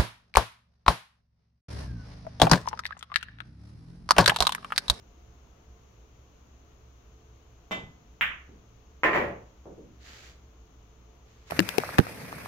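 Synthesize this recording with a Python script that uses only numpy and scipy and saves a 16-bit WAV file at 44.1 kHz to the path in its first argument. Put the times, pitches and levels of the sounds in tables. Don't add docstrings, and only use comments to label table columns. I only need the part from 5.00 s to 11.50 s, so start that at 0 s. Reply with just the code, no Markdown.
import sys
import numpy as np
from scipy import signal
from scipy.fft import rfft, irfft, next_fast_len
from scipy.io import wavfile
from scipy.ndimage import uniform_filter1d

SR = 44100
rng = np.random.default_rng(int(sys.argv[2]) if len(sys.argv) > 2 else 0)


def generate_wav(signal):
    frames = np.transpose(np.atleast_2d(signal))
    scaled = np.clip(frames, -1, 1) * 32767
    pcm = np.round(scaled).astype(np.int16)
    wavfile.write(sys.argv[1], SR, pcm)


N = 286694
LONG = next_fast_len(N, real=True)
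RING = int(.5 * SR)
AGE = np.arange(RING) / SR


# start_s, level_db, frame_share (0-1, the rest on the liner)
POCKET_HITS = [(4.0342, -5.8, .17), (4.0406, -7, .1), (4.0476, -11.3, .75), (4.06, -12, .15),
               (4.092, -18, .8), (4.112, -17.5, .45), (4.1322, -12.3, .1), (4.149, -9.7, .42),
               (4.160, -9.7, .63), (4.1752, -12.5, .22)]
# start_s, level_db, frame_share (0-1)
LANDING = (4.198, -18.3, .74)
BOOM_AT_MOUTH_DB, BOOM_AT_BOTTOM_DB, BOOM_LANDED_DB = -44, -19, -11
ROCK_FADE_DB_PER_S = 125


def pocket_contacts():
    landing_s, landing_db, landing_share = LANDING
    fall_s = [POCKET_HITS[0][0], landing_s]
    contacts = []
    for start_s, level_db, frame_share in POCKET_HITS:
        boom_db = np.interp(start_s, fall_s, [BOOM_AT_MOUTH_DB, BOOM_AT_BOTTOM_DB])
        contacts.append((start_s, level_db, frame_share, boom_db))
    for age_s in rocking_ages(count=7):
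        level_db = landing_db - ROCK_FADE_DB_PER_S * age_s
        contacts.append((landing_s + age_s, level_db, landing_share, BOOM_LANDED_DB))
    return contacts


def rocking_ages(count, first_gap_s=.012, gap_growth=1.33):
    gaps_s = first_gap_s * gap_growth ** np.arange(count)
    return np.cumsum(gaps_s) - gaps_s


# pitch_hz, level_db
LINER = [(100, -20), (600, -13), (1000, -3.5), (1500, -5), (1900, 0), (2400, -7), (3100, -18), (4000, -33),
         (7000, -38), (10500, -58), (14000, -48), (16000, -48.5)]
FRAME = [(80, -26.5), (220, -13), (330, -2), (530, 0.5), (800, -3.5), (1200, -10), (2500, -25), (6000, -51)]
CABINET = [(30, -17.5), (70, -4), (120, -2), (250, -1), (400, -16.5), (1000, -36), (4000, -57)]
# pitch_hz, level_db (against the pulse peak), t60_s
LINER_MODES = [(974, -19.5, 0.23), (1034, -22, 0.37), (1158, -27, 0.29), (1275, -25, 0.14), (1330, -25, .2),
               (1598, -25, .17), (1790, -18.5, 0.24), (1913, -22, 0.32), (1980, -23, 0.18),
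               (2150, -22, 0.24), (2350, -21, 0.13)]
FRAME_MODES = [(165, -26.5, 0.41), (238.4, -22.5, 0.36), (319, -16, 0.3), (377, -25.5, 0.35),
               (521, -17.5, .3), (574, -17.5, 0.32), (691, -16.5, 0.3)]


def pocket():
    out = np.zeros((2, N))
    liner, frame, cabinet = pulse(LINER), pulse(FRAME), pulse(CABINET)
    for start_s, level_db, frame_share, boom_db in pocket_contacts():
        blow = from_db(level_db)
        clack = blow * (1 - frame_share)
        knock = blow * frame_share
        boom = blow * from_db(boom_db)
        contact = dispersed(clack * liner + knock * frame + boom * cabinet, hz=1800, width_hz=650)
        add(out, start_s, in_room(contact, wet_db=4, right_lag_s=.00012))
        liner_ring = clack * ring(LINER_MODES, bloom_s=.0013)
        frame_ring = knock * ring(FRAME_MODES, bloom_s=.004)
        add(out, start_s, liner_ring + frame_ring)
    return out


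# start_s, level_db
BALL_CLICK = (3.2108, -8)
# pitch_hz, level_db
CLICK = [(80, -26), (190, -20), (300, -37), (600, -18), (850, -14.5), (1150, -5), (1900, 2.5), (2700, -0.5),
         (3400, -7), (4300, -34.5), (7000, -35), (10500, -37.5), (13500, -36), (16000, -31)]
# delay_s, left_gain, right_gain
TABLE_ECHOES = [(.0045, 0.22, 0.36), (.009, 0.33, .3), (.0138, 0.46, .25), (.018, .25, 0.28)]


def collision():
    out = np.zeros((2, N))
    start_s, level_db = BALL_CLICK
    add(out, start_s, -from_db(level_db) * in_room(pulse(CLICK), wet_db=8, echoes=TABLE_ECHOES))
    return out


# start_s, thump_db, tick_db, shaft_db
CUE_STROKE = (2.7107, -22, -33.7, -29.2)
# pitch_hz, level_db
TIP = [(60, -9), (180, -3), (350, -3), (700, -1), (1100, -2), (1400, -14), (3000, -26), (5000, -45)]
# pitch_hz, level_db
CHALK = [(300, -20), (1000, -5), (2000, 0), (3600, 0), (4200, -12), (7000, -12), (10500, -27), (15000, -27)]
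# pitch_hz, level_db, t60_s
SHAFT = [(187.5, -9, .45), (310, -12, .35), (640, -1, 0.25), (761, -9, 0.14), (1028, -7, 0.2),
         (1120, -8, .2), (1272, -11, .25), (1480, -4, .27), (1754, -7, .18), (2026, 1, 0.35),
         (2075, -9, .22), (2330, -8, .26), (2655, -6, .26), (2720, -12, .22), (2970, -9, .26),
         (3180, -12, 0.33), (3245, -12, 0.35), (3595, -7, 0.27), (4060, -22, 0.26)]


def cue():
    out = np.zeros((2, N))
    start_s, thump_db, tick_db, shaft_db = CUE_STROKE
    thump = dispersed(pulse(TIP), hz=600, width_hz=2400)
    add(out, start_s, from_db(thump_db) * in_room(thump, wet_db=4.5, echoes=TABLE_ECHOES))
    add(out, start_s, from_db(tick_db) * in_room(pulse(CHALK), wet_db=19))
    add(out, start_s, from_db(shaft_db) * ring(SHAFT, bloom_s=.008))
    return out


# start_s, level_db, softness_hz (contact low-pass corner)
BUMPS = [(2.775, -39, 280), (3.225, -46, 170), (3.490, -45.5, 400), (4.656, -35, 850), (4.779, -39.5, 450)]
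# pitch_hz, level_db
BUMP = [(50, -11.5), (130, -6), (300, -1.5), (480, 0.5), (650, -4.5), (900, -6.5), (2000, -10), (6000, -28)]
REBOUND_S, REBOUND_DB, REBOUND_SOFTENING = .046, -3.5, .52


def bumps():
    out = np.zeros((2, N))
    rebounds = [(s + REBOUND_S, db + REBOUND_DB, hz * REBOUND_SOFTENING) for s, db, hz in BUMPS]
    for start_s, level_db, softness_hz in BUMPS + rebounds:
        thud = dispersed(pulse(BUMP, softness_hz), hz=420, width_hz=200)
        add(out, start_s, from_db(level_db) * in_room(thud, wet_db=8))
    return out


# start_s, swell_s, hold_s, level_db
SCUFFS = [(4.105, .055, .02, -50.5)]


def scuff():
    return friction(SCUFFS, grain_db=2.5, release_db_per_s=160)


# start_s, swell_s, hold_s, level_db
SWISHES = [(4.975, .115, .2, -50), (6.2, .12, .14, -66.5), (6.455, .03, .02, -57.5)]


def clothes():
    return friction(SWISHES, grain_db=1.5, release_db_per_s=150, sag_db_per_s=18)


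# pitch_hz, density_db (per Hz)
CLOTH = [(200, -7), (600, -3), (950, -6), (1350, 0), (2000, 1.5), (3000, -2), (4500, -2.5), (5400, -6),
         (7000, -3.5), (8000, -14), (10500, -20), (15500, -26)]


def friction(strokes, grain_db, release_db_per_s, sag_db_per_s=0):
    level = sum(stroke(*row, release_db_per_s, sag_db_per_s) for row in strokes)
    wander = rms_one(uniform_filter1d(rng.standard_normal(N), size=120))
    grain = from_db(grain_db * wander)
    rub = irfft(diffuse(LONG) * from_db(at_hz(CLOTH, bins(LONG))))[:, :N]
    return level * rms_one(rub * grain)


def stroke(start_s, swell_s, hold_s, level_db, release_db_per_s, sag_db_per_s):
    age_s = np.arange(N) / SR - start_s
    swell = np.sin(np.pi / 2 * np.clip(age_s / swell_s, 0, 1)) ** 2
    sag_db = sag_db_per_s * np.maximum(age_s - swell_s, 0)
    release_db = release_db_per_s * np.maximum(age_s - swell_s - hold_s, 0)
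    return swell * from_db(np.maximum(level_db - sag_db - release_db, -200))


# pitch_hz, density_db (per Hz)
AIR = [(15, -7), (26, 6.5), (38, -3), (58, 10), (85, -2), (140, -3), (400, -7.5), (800, -13), (1150, -12.5),
       (1800, -21.5), (2900, -20), (5000, -27.5), (6600, -19.5), (7400, -31), (8200, -43), (12000, -36),
       (15500, -35.5)]
# pitch_hz, left_minus_right_db
AIR_BALANCE = [(100, -1), (700, -1), (1200, 4.5), (2000, 5.5), (3000, 4.5), (5000, 3), (6600, 11),
               (8500, -0.5), (11000, -1.5)]
# pitch_hz, level_db, width_hz
FAN = [(55.2, -62.5, 5.5), (65.5, -58, 4.6), (114.1, -66, 5.6), (340.5, -78.5, 7.3), (440.1, -72, 2.9),
       (705, -77, 5)]
AIR_DB = -58


def ventilation():
    hz = bins(LONG)
    air = from_db(AIR_DB) * rms_one(from_db(at_hz(AIR, hz)) * balanced(AIR_BALANCE, hz))
    tones = []
    for pitch_hz, level_db, width_hz in FAN:
        peak = 1 / (1 + ((hz - pitch_hz) / width_hz) ** 2)
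        tones.append(from_db(level_db) * rms_one(peak))
    spectrum = np.hypot(air, np.linalg.norm(tones, axis=0))
    return irfft(diffuse(LONG) * spectrum)[:, :N]


# pitch_hz, t60_s
ROOM_T60 = [(80, 0.54), (250, 0.49), (600, 0.47), (1500, 0.41), (3000, 0.32), (6000, 0.39), (13000, 0.16)]
OCTAVES = np.geomspace(60, 15360, 9)


def room_bands(build_s=.004):
    shares = np.array([at_hz(np.c_[OCTAVES, row], bins(RING)) for row in np.eye(len(OCTAVES))])
    decay = np.exp(-np.log(1000) * AGE / at_hz(ROOM_T60, OCTAVES)[:, None])
    fades = decay * (1 - np.exp(-(AGE / build_s) ** 2))
    fades = fades / np.linalg.norm(fades, axis=1, keepdims=True)
    return shares[:, None], fades[:, None]


def in_room(wave, wet_db, echoes=(), right_lag_s=0):
    shares, fades = room_bands()
    tail = (irfft(diffuse(RING) * shares, RING) * fades).sum(0)
    paths = from_db(wet_db) * tail
    paths[0, 0] += 1
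    paths[1, round(right_lag_s * SR)] += 1
    for delay_s, left_gain, right_gain in echoes:
        paths[:, round(delay_s * SR)] += left_gain, right_gain
    return signal.fftconvolve(paths, wave[None], axes=1)[:, :RING]


def pulse(spectrum, soft_hz=None):
    gain = from_db(at_hz(spectrum, bins(RING)))
    if soft_hz:
        gain = gain / np.hypot(1, (bins(RING) / soft_hz) ** 3)
    cepstrum = irfft(np.log(gain), RING)
    cepstrum[1:RING // 2] *= 2
    cepstrum[RING // 2 + 1:] = 0
    wave = irfft(np.exp(rfft(cepstrum)), RING)
    return wave / np.abs(wave).max()


def dispersed(wave, hz, width_hz):
    radius = np.exp(-np.pi * width_hz / SR)
    poles = [1, -2 * radius * np.cos(2 * np.pi * hz / SR), radius * radius]
    return signal.lfilter(poles[::-1], poles, wave)


def ring(modes, bloom_s):
    hz, db, t60_s = np.array(modes).T[:, :, None]
    start, skew = rng.uniform(-np.pi, np.pi, (2, len(modes)))
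    skew = skew * (1 - likeness(hz[:, 0])) / 2
    swings = from_db(db) * np.exp((2j * np.pi * hz - np.log(1000) / t60_s) * AGE)
    phases = np.exp(1j * np.array([start + skew, start - skew]))
    return (phases @ swings).imag * (1 - np.exp(-AGE / bloom_s))


def likeness(hz, alike_below_hz=480):
    return .985 / (1 + (hz / alike_below_hz) ** 3)


def diffuse(size):
    mid, side = rfft(rng.standard_normal((2, size)))
    alike = likeness(bins(size))
    return (np.sqrt(1 + alike) * mid + np.sqrt(1 - alike) * side * [[1], [-1]]) / np.sqrt(2)


def from_db(db):
    return 10 ** (np.asarray(db) / 20)


def rms_one(x):
    return x / np.sqrt(np.mean(x ** 2) + 1e-20)


def at_hz(points, hz):
    points = np.array(points)
    return np.interp(np.log(np.maximum(hz, 1)), np.log(points[:, 0]), points[:, 1])


def bins(size):
    return np.arange(size // 2 + 1) * SR / size


def balanced(table, hz):
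    return from_db(at_hz(table, hz) * np.array([[.5], [-.5]]))


def add(out, start_s, sound):
    start = round(start_s * SR)
    out[:, start:start + sound.shape[1]] += sound[:, :N - start]


# pitch_hz, left_minus_right_db
PORT_BALANCE = [(500, 0), (2000, -1.5), (4000, -3), (7500, 0.5), (10000, -3.5), (15000, -8)]


def scene():
    action = pocket() + collision() + cue() + bumps() + scuff() + clothes()
    tilted = irfft(rfft(action, LONG) * balanced(PORT_BALANCE, bins(LONG)))[:, :N]
    return tilted + ventilation()


def record(dry, notch_hz=9000, notch_q=3.8, cutoff_hz=15800):
    coloured = signal.lfilter(*signal.iirnotch(notch_hz, notch_q, fs=SR), dry)
    low_pass = signal.ellip(10, .2, 70, cutoff_hz, fs=SR, output="sos")
    return signal.sosfilt(low_pass, coloured)


dry = scene()
out = record(dry)
generate_wav(out)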